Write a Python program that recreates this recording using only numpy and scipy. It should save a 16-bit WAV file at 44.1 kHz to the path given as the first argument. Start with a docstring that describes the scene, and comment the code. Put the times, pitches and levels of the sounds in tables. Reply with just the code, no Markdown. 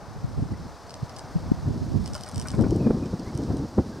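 """Whirligig in a gusty yard

A model-aeroplane whirligig turns on a post: its loose propeller ticks and scrapes in the dry
bearing, and the shaft knocks the hollow body. Gusts buffet the two microphone ports, with a few
hard thumps from single eddies. Behind are a soft suburban hum, hissing leaves and faint birds."""
import sys
import numpy as np
from scipy.fft import rfft, irfft, next_fast_len
from scipy.io import wavfile
from scipy.ndimage import map_coordinates

SR = 44100
rng = np.random.default_rng(int(sys.argv[2]) if len(sys.argv) > 2 else 0)


def dump_mix(stems):
    """Bounce the given channels to the path in sys.argv[1] as a 16-bit WAV at rate SR."""
    frames = np.atleast_2d(stems).T  # one column per channel
    limited = np.clip(frames, -1, 1)  # hard clip at full scale
    pcm = np.round(limited * 32767).astype(np.int16)
    wavfile.write(sys.argv[1], SR, pcm)


N = 176400  # 4 s


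def amp(db):
    """Decibels to gain."""
    return 10 ** (np.asarray(db) / 20)


def unit(x):
    """Scale to rms 1."""
    return x / np.sqrt(np.mean(x ** 2) + 1e-20)


def along(points, hz):
    """Read (freq_hz, value) points on a log axis."""
    freqs_hz, values = np.transpose(points)
    return np.interp(np.log(hz + 1), np.log(freqs_hz + 1), values)


def curves(rows):
    """One value per sample for each column after time_s."""
    time_s, *columns = np.transpose(rows)
    return [np.interp(np.arange(N) / SR, time_s, column) for column in columns]


def wobble(rate_hz):
    """Smooth random curve, rate_hz knots a second."""
    knots = rng.standard_normal(2048)
    return map_coordinates(knots, [np.arange(N) * rate_hz / SR], mode="wrap")


def filtered(x, response):
    """Apply a frequency response."""
    n = x.shape[-1]
    padded = next_fast_len(n + 4096)
    return irfft(rfft(x, padded) * response(np.fft.rfftfreq(padded, 1 / SR)), padded)[..., :n]


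def tilted(x, db, pivot_hz):
    """Tilt by db per octave, out to one octave either side of the pivot."""
    return filtered(x, lambda hz: amp(db * np.clip(np.log2((hz + 1) / pivot_hz), -1, 1)))


def noise(spectrum, size=N, shift=1):
    """Coloured noise of rms 1; shift scales its frequencies."""
    return unit(filtered(rng.standard_normal(size), lambda hz: amp(along(spectrum, hz / shift))))


def stereo(mid, side, correlation, pan_db):
    """Mix two unrelated signals to a left-right pair; pan_db is left minus right."""
    angle = np.arccos(np.clip(correlation, -1, 1)) / 2
    mid, side = np.cos(angle) * mid, np.sin(angle) * side
    pair = np.array([(mid + side) * amp(pan_db / 2), (mid - side) * amp(-pan_db / 2)])
    return pair / np.sqrt((amp(pan_db) + amp(-pan_db)) / 2)


def add(track, start_s, sound):
    """Mix a sound into a track."""
    part = track[..., max(round(start_s * SR), 0):][..., :sound.shape[-1]]
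    part += sound[..., :part.shape[-1]]


def ring(modes, t):
    """Damped modes; level, pitch and phase vary from blow to blow."""
    out = np.zeros(len(t))
    for hz, db, t60_s in modes:
        decay = amp(db + rng.normal(0, 3) - 60 * t / t60_s)
        out += decay * np.sin(2 * np.pi * (hz * rng.normal(1, 0.014) * t + rng.random()))
    return out


# Gust strength: time_s, level_db
GUSTS = [(0, -45), (0.25, -35.5), (0.41, -30), (0.6, -36.5), (0.7, -39), (0.78, -53), (0.95, -42.5),
         (1.1, -43.5), (1.3, -42.5), (1.42, -28.5), (1.6, -31.5), (1.7, -24.5), (1.88, -27.5),
         (1.97, -19.5), (2.12, -30.5), (2.29, -46.5), (2.37, -27.5), (2.49, -34.5), (2.59, -19.5),
         (2.7, -24.5), (2.84, -22.5), (3.0, -26.5), (3.24, -36), (3.5, -24.5), (3.63, -25.5), (3.7, -40.5),
         (3.82, -33), (4.0, -36.5)]
# Stereo image of the wind: time_s, pan_db, correlation
GUST_IMAGE = [(.3, -2.5, 0), (1.4, 2, 0.22), (1.62, -4.5, 0), (1.75, -0.5, 0.25), (2.0, -10.5, 0.02),
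              (2.25, 9, 0.18), (2.4, -3.5, 0.14), (2.6, 4.5, 0.39), (2.75, 1.5, 1), (3.9, 0, 0.98)]
# Dull wide rumble and brighter centred buffeting: freq_hz, density_db
WIDE_SPECTRUM = [(15, -38), (30, -11), (55, -5), (90, 1), (150, -3), (240, -9.5), (400, -22), (600, -38),
                 (1500, -68)]
CENTRED_SPECTRUM = [(15, -45), (30, -13), (80, -2), (150, -3.5), (250, -2.5), (330, -6.5), (450, -14),
                    (600, -20.5), (1000, -34), (1500, -49), (4000, -93)]
WIDE_DB, CENTRED_DB = -1.5, -1
FLUTTER_DB, FLUTTER_HZ = 3, 70

def buffeting():
    """Turbulence on the ports flutters with small eddies; brighter where left and right become alike."""
    level_db, = curves(GUSTS)
    pan_db, correlation = curves(GUST_IMAGE)
    correlation = np.clip(correlation, 0, 1)
    def eddies():
        wide = amp(WIDE_DB) * np.sqrt(1 - correlation) * noise(WIDE_SPECTRUM)
        centred = amp(CENTRED_DB) * np.sqrt(correlation) * noise(CENTRED_SPECTRUM)
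        return (wide + centred) * unit(amp(FLUTTER_DB * wobble(FLUTTER_HZ)))
    return amp(level_db) * stereo(eddies(), eddies(), correlation, pan_db)


# Left-right likeness of the background: freq_hz, correlation
YARD_CORRELATION = [(120, .2), (300, 1), (700, 1), (1400, 0.92), (5000, 0.97), (9000, 0.55), (14000, 0.13)]

def diffuse(spectrum):
    """Noise from all around, most alike left and right in the middle frequencies."""
    def weights(hz):
        angle = np.arccos(np.clip(along(YARD_CORRELATION, hz), -1, 1)) / 2
        return np.array([np.cos(angle), np.sin(angle)])
    mid, side = filtered(np.array([noise(spectrum), noise(spectrum)]), weights)
    return np.array([mid + side, mid - side])


# Suburban hum and leaf hiss: freq_hz, density_db
HUM_SPECTRUM = [(20, -16), (60, 6), (120, -8.5), (230, -4), (420, -2), (720, 1), (1120, -3.5),
                (1700, -11.5), (2600, -21.5), (4000, -44), (9000, -82)]
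LEAF_SPECTRUM = [(1500, -46), (2700, -10), (3500, -6.5), (4300, -3), (5200, -1), (6100, -4.5), (7100, -10),
                 (8600, -11), (10000, -16.5), (12500, -19), (15800, -26)]
# Swell of the leaves: time_s, level_db
LEAF_SWELL = [(0, -58), (.8, -56.5), (1.5, -55), (2.3, -53.5), (3.1, -54), (4, -55)]
HUM_DB, YARD_PAN_DB = -46, 1.24

def yard():
    """The far-off suburb hums under the flickering hiss of the trees."""
    leaf_db, = curves(LEAF_SWELL)
    hum = amp(HUM_DB + wobble(2.96)) * diffuse(HUM_SPECTRUM)
    leaves = amp(leaf_db + 0.27 * wobble(4.65) + 0.75 * wobble(150)) * diffuse(LEAF_SPECTRUM)
    return (hum + leaves) * amp([[YARD_PAN_DB / 2], [-YARD_PAN_DB / 2]])


# Eddies hitting the ports squarely: peak_s, gain_db, swing_hz, decay_s, rasp_db, pan_db, correlation
EDDY_HITS = [(0.246, -21.5, 125, 0.0068, -10.5, 5, -0.8), (0.384, -23, 108, 0.014, 27, -2.5, -0.22),
             (0.426, -22, 157, 0.0067, -2, -1.5, 0.33), (0.519, -25, 105, 0.012, 28, 0.5, .4),
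             (1.031, -23, 121, 0.0063, -10, -4, .6), (1.361, -16.5, 163.5, 0.007, -13.5, 2.5, -0.68),
             (1.518, -7.5, 212, 0.0019, -10, 3.5, -0.65), (1.678, -21, 124, 0.0099, -0.5, 0, 1),
             (1.953, -20, 149.7, .018, -5.5, -12, 0.23), (2.597, -17, 220.4, 0.02, -0.5, 12, 0.78),
             (2.667, -19, 205, 0.0055, -3, 7, 0.94), (2.868, -14.5, 239.5, 0.0079, -7, 0, 0.88),
             (2.907, -12.5, 215, 0.0034, 6, -1, 1), (3.135, -19.5, 189, 0.0055, -7, 0.5, 1),
             (3.354, -22, 128, 0.0061, -14, 0, 0.99), (3.509, -22, 205, 0.012, 8, 0.5, 0.81),
             (3.786, -12.5, 206, 0.008, 8, 0.5, 0.95)]
# Rasp of an eddy swinging at RASP_REF_HZ: freq_hz, density_db
RASP_SPECTRUM = [(30, -34), (100, 7.5), (200, 3), (330, 2), (600, -12.5), (1500, -32), (2400, -55),
                 (5000, -75)]
RASP_REF_HZ, THUMP_DB, RISE_RATIO = 197.6, -0.5, 0.48

def thumps():
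    """Single eddies: a few pressure swings that swell and die quickly, some round, some rasping."""
    out = np.zeros((2, N))
    t = np.arange(-SR // 20, SR // 10) / SR
    for peak_s, gain_db, swing_hz, decay_s, rasp_db, pan_db, correlation in EDDY_HITS:
        envelope = 1 / np.cosh(t / np.where(t < 0, RISE_RATIO * decay_s, decay_s))
        phase = 2 * np.pi * (swing_hz * t + rng.random())
        pair = []
        for swing in (np.sin(phase), np.cos(phase)):
            rasp = amp(rasp_db) * noise(RASP_SPECTRUM, size=len(t), shift=swing_hz / RASP_REF_HZ)
            pair.append(unit(envelope * (swing + rasp)))
        gain = amp(gain_db + THUMP_DB) * np.sqrt(2 * decay_s / np.ptp(t))
        add(out, peak_s + t[0], gain * stereo(*pair, correlation, pan_db))
    return out


# Whistles and thin chirps: start_s, length_s, start_hz, end_hz, level_db
BIRD_CALLS = [(.39, .04, 8750, 9050, -75), (.44, .04, 8400, 8150, -72), (0.512, 0.039, 9100, 8800, -71),
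              (0.523, 0.026, 1950, 2020, -58.5), (2.775, .155, 2596, 2350, -60.5),
              (2.989, 0.11, 2420, 2500, -63), (3.253, 0.05, 1980, 2240, -57),
              (3.885, 0.12, 1675, 1620, -60.5)]
WAVER_RATIO, FLICKER_DB = 0.023, 5

def birds():
    """Distant birds: soft gliding whistles that waver in pitch and level."""
    out = np.zeros(N)
    for start_s, length_s, start_hz, end_hz, level_db in BIRD_CALLS:
        n = int(length_s * SR)
        pitch_hz = np.linspace(start_hz, end_hz, n) * (1 + WAVER_RATIO * wobble(179)[:n])
        envelope = amp(FLICKER_DB * wobble(135)[:n]) * np.sin(np.linspace(0, np.pi, n))
        tone = np.sin(2 * np.pi * np.cumsum(pitch_hz) / SR)
        add(out, start_s, amp(level_db) * unit(envelope * tone))
    return out


# Propeller contacts in the bearing: start_s, gain_db, tilt_db
BEARING_TICKS = [(0.8944, -35.5, -4), (0.906, -34, 0), (0.9408, -30.5, -1), (1.0945, -35, -4),
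                 (1.1636, -34, -4), (1.1675, -34, -4), (1.1859, -33, 2), (1.1923, -30.5, -0.5),
                 (2.0593, -25.5, -2), (2.076, -29.5, 2), (2.1337, -27.5, 5), (2.151, -22, 2.5),
                 (2.1626, -29.5, 1), (2.1792, -35, -3.5), (2.2085, -30.5, -1), (2.235, -25.5, -1.5),
                 (2.262, -32, -2), (2.2789, -32, -3), (2.2878, -29, 5), (2.3446, -30, -2),
                 (2.3585, -25.5, 4.5), (2.379, -25, 3), (2.397, -22.5, 1), (2.4137, -26.5, 1),
                 (2.4226, -34, -3), (2.4716, -29, 10), (2.4839, -22, 4), (2.5034, -28, 0),
                 (2.5154, -30.5, 7), (2.61, -32, 0), (2.622, -32.5, 1), (2.684, -39, 4), (2.7073, -29, 2),
                 (2.7612, -34.5, 3), (3.058, -36, 0), (3.1955, -33.5, -1), (3.3505, -35.5, 2),
                 (3.375, -28, 3.5), (3.4358, -34.5, -2), (3.569, -34.5, 5)]
# Hub resonances: freq_hz, gain_db, t60_s
HUB_MODES = [(3040, -7.5, 0.017), (4750, -6, 0.011), (5110, -2, 0.016), (5630, -.5, 0.013),
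             (8460, 0.5, 0.0074)]
# Dry contact noise: freq_hz, density_db
CRACK_SPECTRUM = [(2000, -2.5), (3000, -4), (5200, 8), (7000, -0.5), (8600, 5), (10200, -4), (12200, -12),
                  (15000, -30)]
# Tick balance: freq_hz, pan_db
TICK_BALANCE = [(3000, 3), (6000, -1.5), (8400, 10), (12000, -3)]
# Tick phase between the ports: freq_hz, left_lead_rad
TICK_LEAD = [(7000, -1.8), (9400, -2.5), (11500, -2)]
TICK_DB, TICK_ATTACK_S = -22, 0.00065
CRACK_DB, CRACK_T60_S, CRACK_SHIFT_SPREAD = 3.5, 0.0095, 0.085
REBOUND_MEAN_S, REBOUND_DB = 0.008, -12.5

def rattle():
    """The loose propeller ticks: a dry crack, a short ring of the hub, then a light rebound."""
    out, t = np.zeros(N), np.arange(SR // 12) / SR
    attack = 1 - np.exp(-(t / TICK_ATTACK_S) ** 2)
    def contact(tilt_db):
        shift = np.exp(CRACK_SHIFT_SPREAD * rng.standard_normal())
        crack = noise(CRACK_SPECTRUM, size=len(t), shift=shift) * amp(CRACK_DB - 60 * t / CRACK_T60_S)
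        return unit(tilted((ring(HUB_MODES, t) + crack) * attack, tilt_db, pivot_hz=8100))
    for start_s, gain_db, tilt_db in BEARING_TICKS:
        add(out, start_s, amp(gain_db + TICK_DB) * contact(tilt_db))
        rebound_s = start_s + REBOUND_MEAN_S * (0.5 + rng.random())
        add(out, rebound_s, amp(gain_db + TICK_DB + REBOUND_DB) * contact(tilt_db))
    def to_ports(hz):
        split = np.array([[0.5], [-0.5]])
        return amp(split * along(TICK_BALANCE, hz)) * np.exp(1j * split * along(TICK_LEAD, hz))
    return filtered(out, to_ports)


# Bearing scrape: time_s, level_db
CHATTER_LEVEL = [(1.95, -80), (2.05, -59.5), (2.2, -59), (2.42, -51.5), (2.55, -54), (2.75, -83)]
CATCH_RATE_HZ, CATCH_SPREAD_DB = 350, 8

def chatter():
    """The shaft catches and scrapes in the dry bearing."""
    level_db, = curves(CHATTER_LEVEL)
    scrape = noise(CRACK_SPECTRUM)
    catches = amp(CATCH_SPREAD_DB * wobble(CATCH_RATE_HZ))
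    return amp(level_db) * unit(scrape * catches)


# Shaft blows on the body: start_s, gain_db, tilt_db
SHAFT_KNOCKS = [(2.149, -27, -11.5), (2.265, -33, 1), (2.454, -28, 0.5), (2.533, -29, 1),
                (2.637, -29.5, 1.5)]
# Hollow body resonances: freq_hz, gain_db, t60_s
BODY_MODES = [(621, 1, 0.1), (1046, 4.5, .12), (1250, -4, 0.083), (1460, 6, 0.048), (1834, -6, 0.084)]
# Shaft rubbing the body: freq_hz, density_db
SCUFF_SPECTRUM = [(400, -10), (1000, 1), (1550, -0.5), (1950, -12), (2300, 0.5), (2900, -27), (6000, -45)]
KNOCK_DB, KNOCK_ATTACK_S = -21.5, 0.004
SCUFF_DB, SCUFF_T60_S = -0.5, 0.14

def knocks():
    """The shaft bumps and scuffs the hollow fuselage, dully at first, then brighter."""
    out, t = np.zeros(N), np.arange(SR // 5) / SR
    attack = 1 - np.exp(-t / KNOCK_ATTACK_S)
    for start_s, gain_db, tilt_db in SHAFT_KNOCKS:
        scuff = noise(SCUFF_SPECTRUM, size=len(t)) * amp(SCUFF_DB - 60 * t / SCUFF_T60_S)
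        knock = (ring(BODY_MODES, t) + scuff) * attack
        add(out, start_s, amp(gain_db + KNOCK_DB) * unit(tilted(knock, tilt_db, pivot_hz=1900)))
    return out


def scene():
    """Wind on the ports over the whirligig and the yard."""
    return buffeting() + thumps() + yard() + rattle() + chatter() + knocks() + birds()


# Stereo width above the bass: time_s, side_db
IMAGE_WIDTH = [(0, 3), (2.05, -6.5), (2.55, -8.5), (2.8, -28), (4, -36)]
BASS_SPLIT_HZ, CUTOFF_HZ = 620, 15850

def record(dry):
    """Above the bass the image narrows to near mono by 2.8 s; the top treble is cut off."""
    mid, side = (dry[0] + dry[1]) / 2, (dry[0] - dry[1]) / 2
    side_bass = filtered(side, lambda hz: 1 / (1 + (hz / BASS_SPLIT_HZ) ** 2) ** 2)
    side_db, = curves(IMAGE_WIDTH)
    side = side_bass + amp(side_db) * (side - side_bass)
    return filtered(np.array([mid + side, mid - side]), lambda hz: hz < CUTOFF_HZ)


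dry = scene()
out = record(dry)
dump_mix(out)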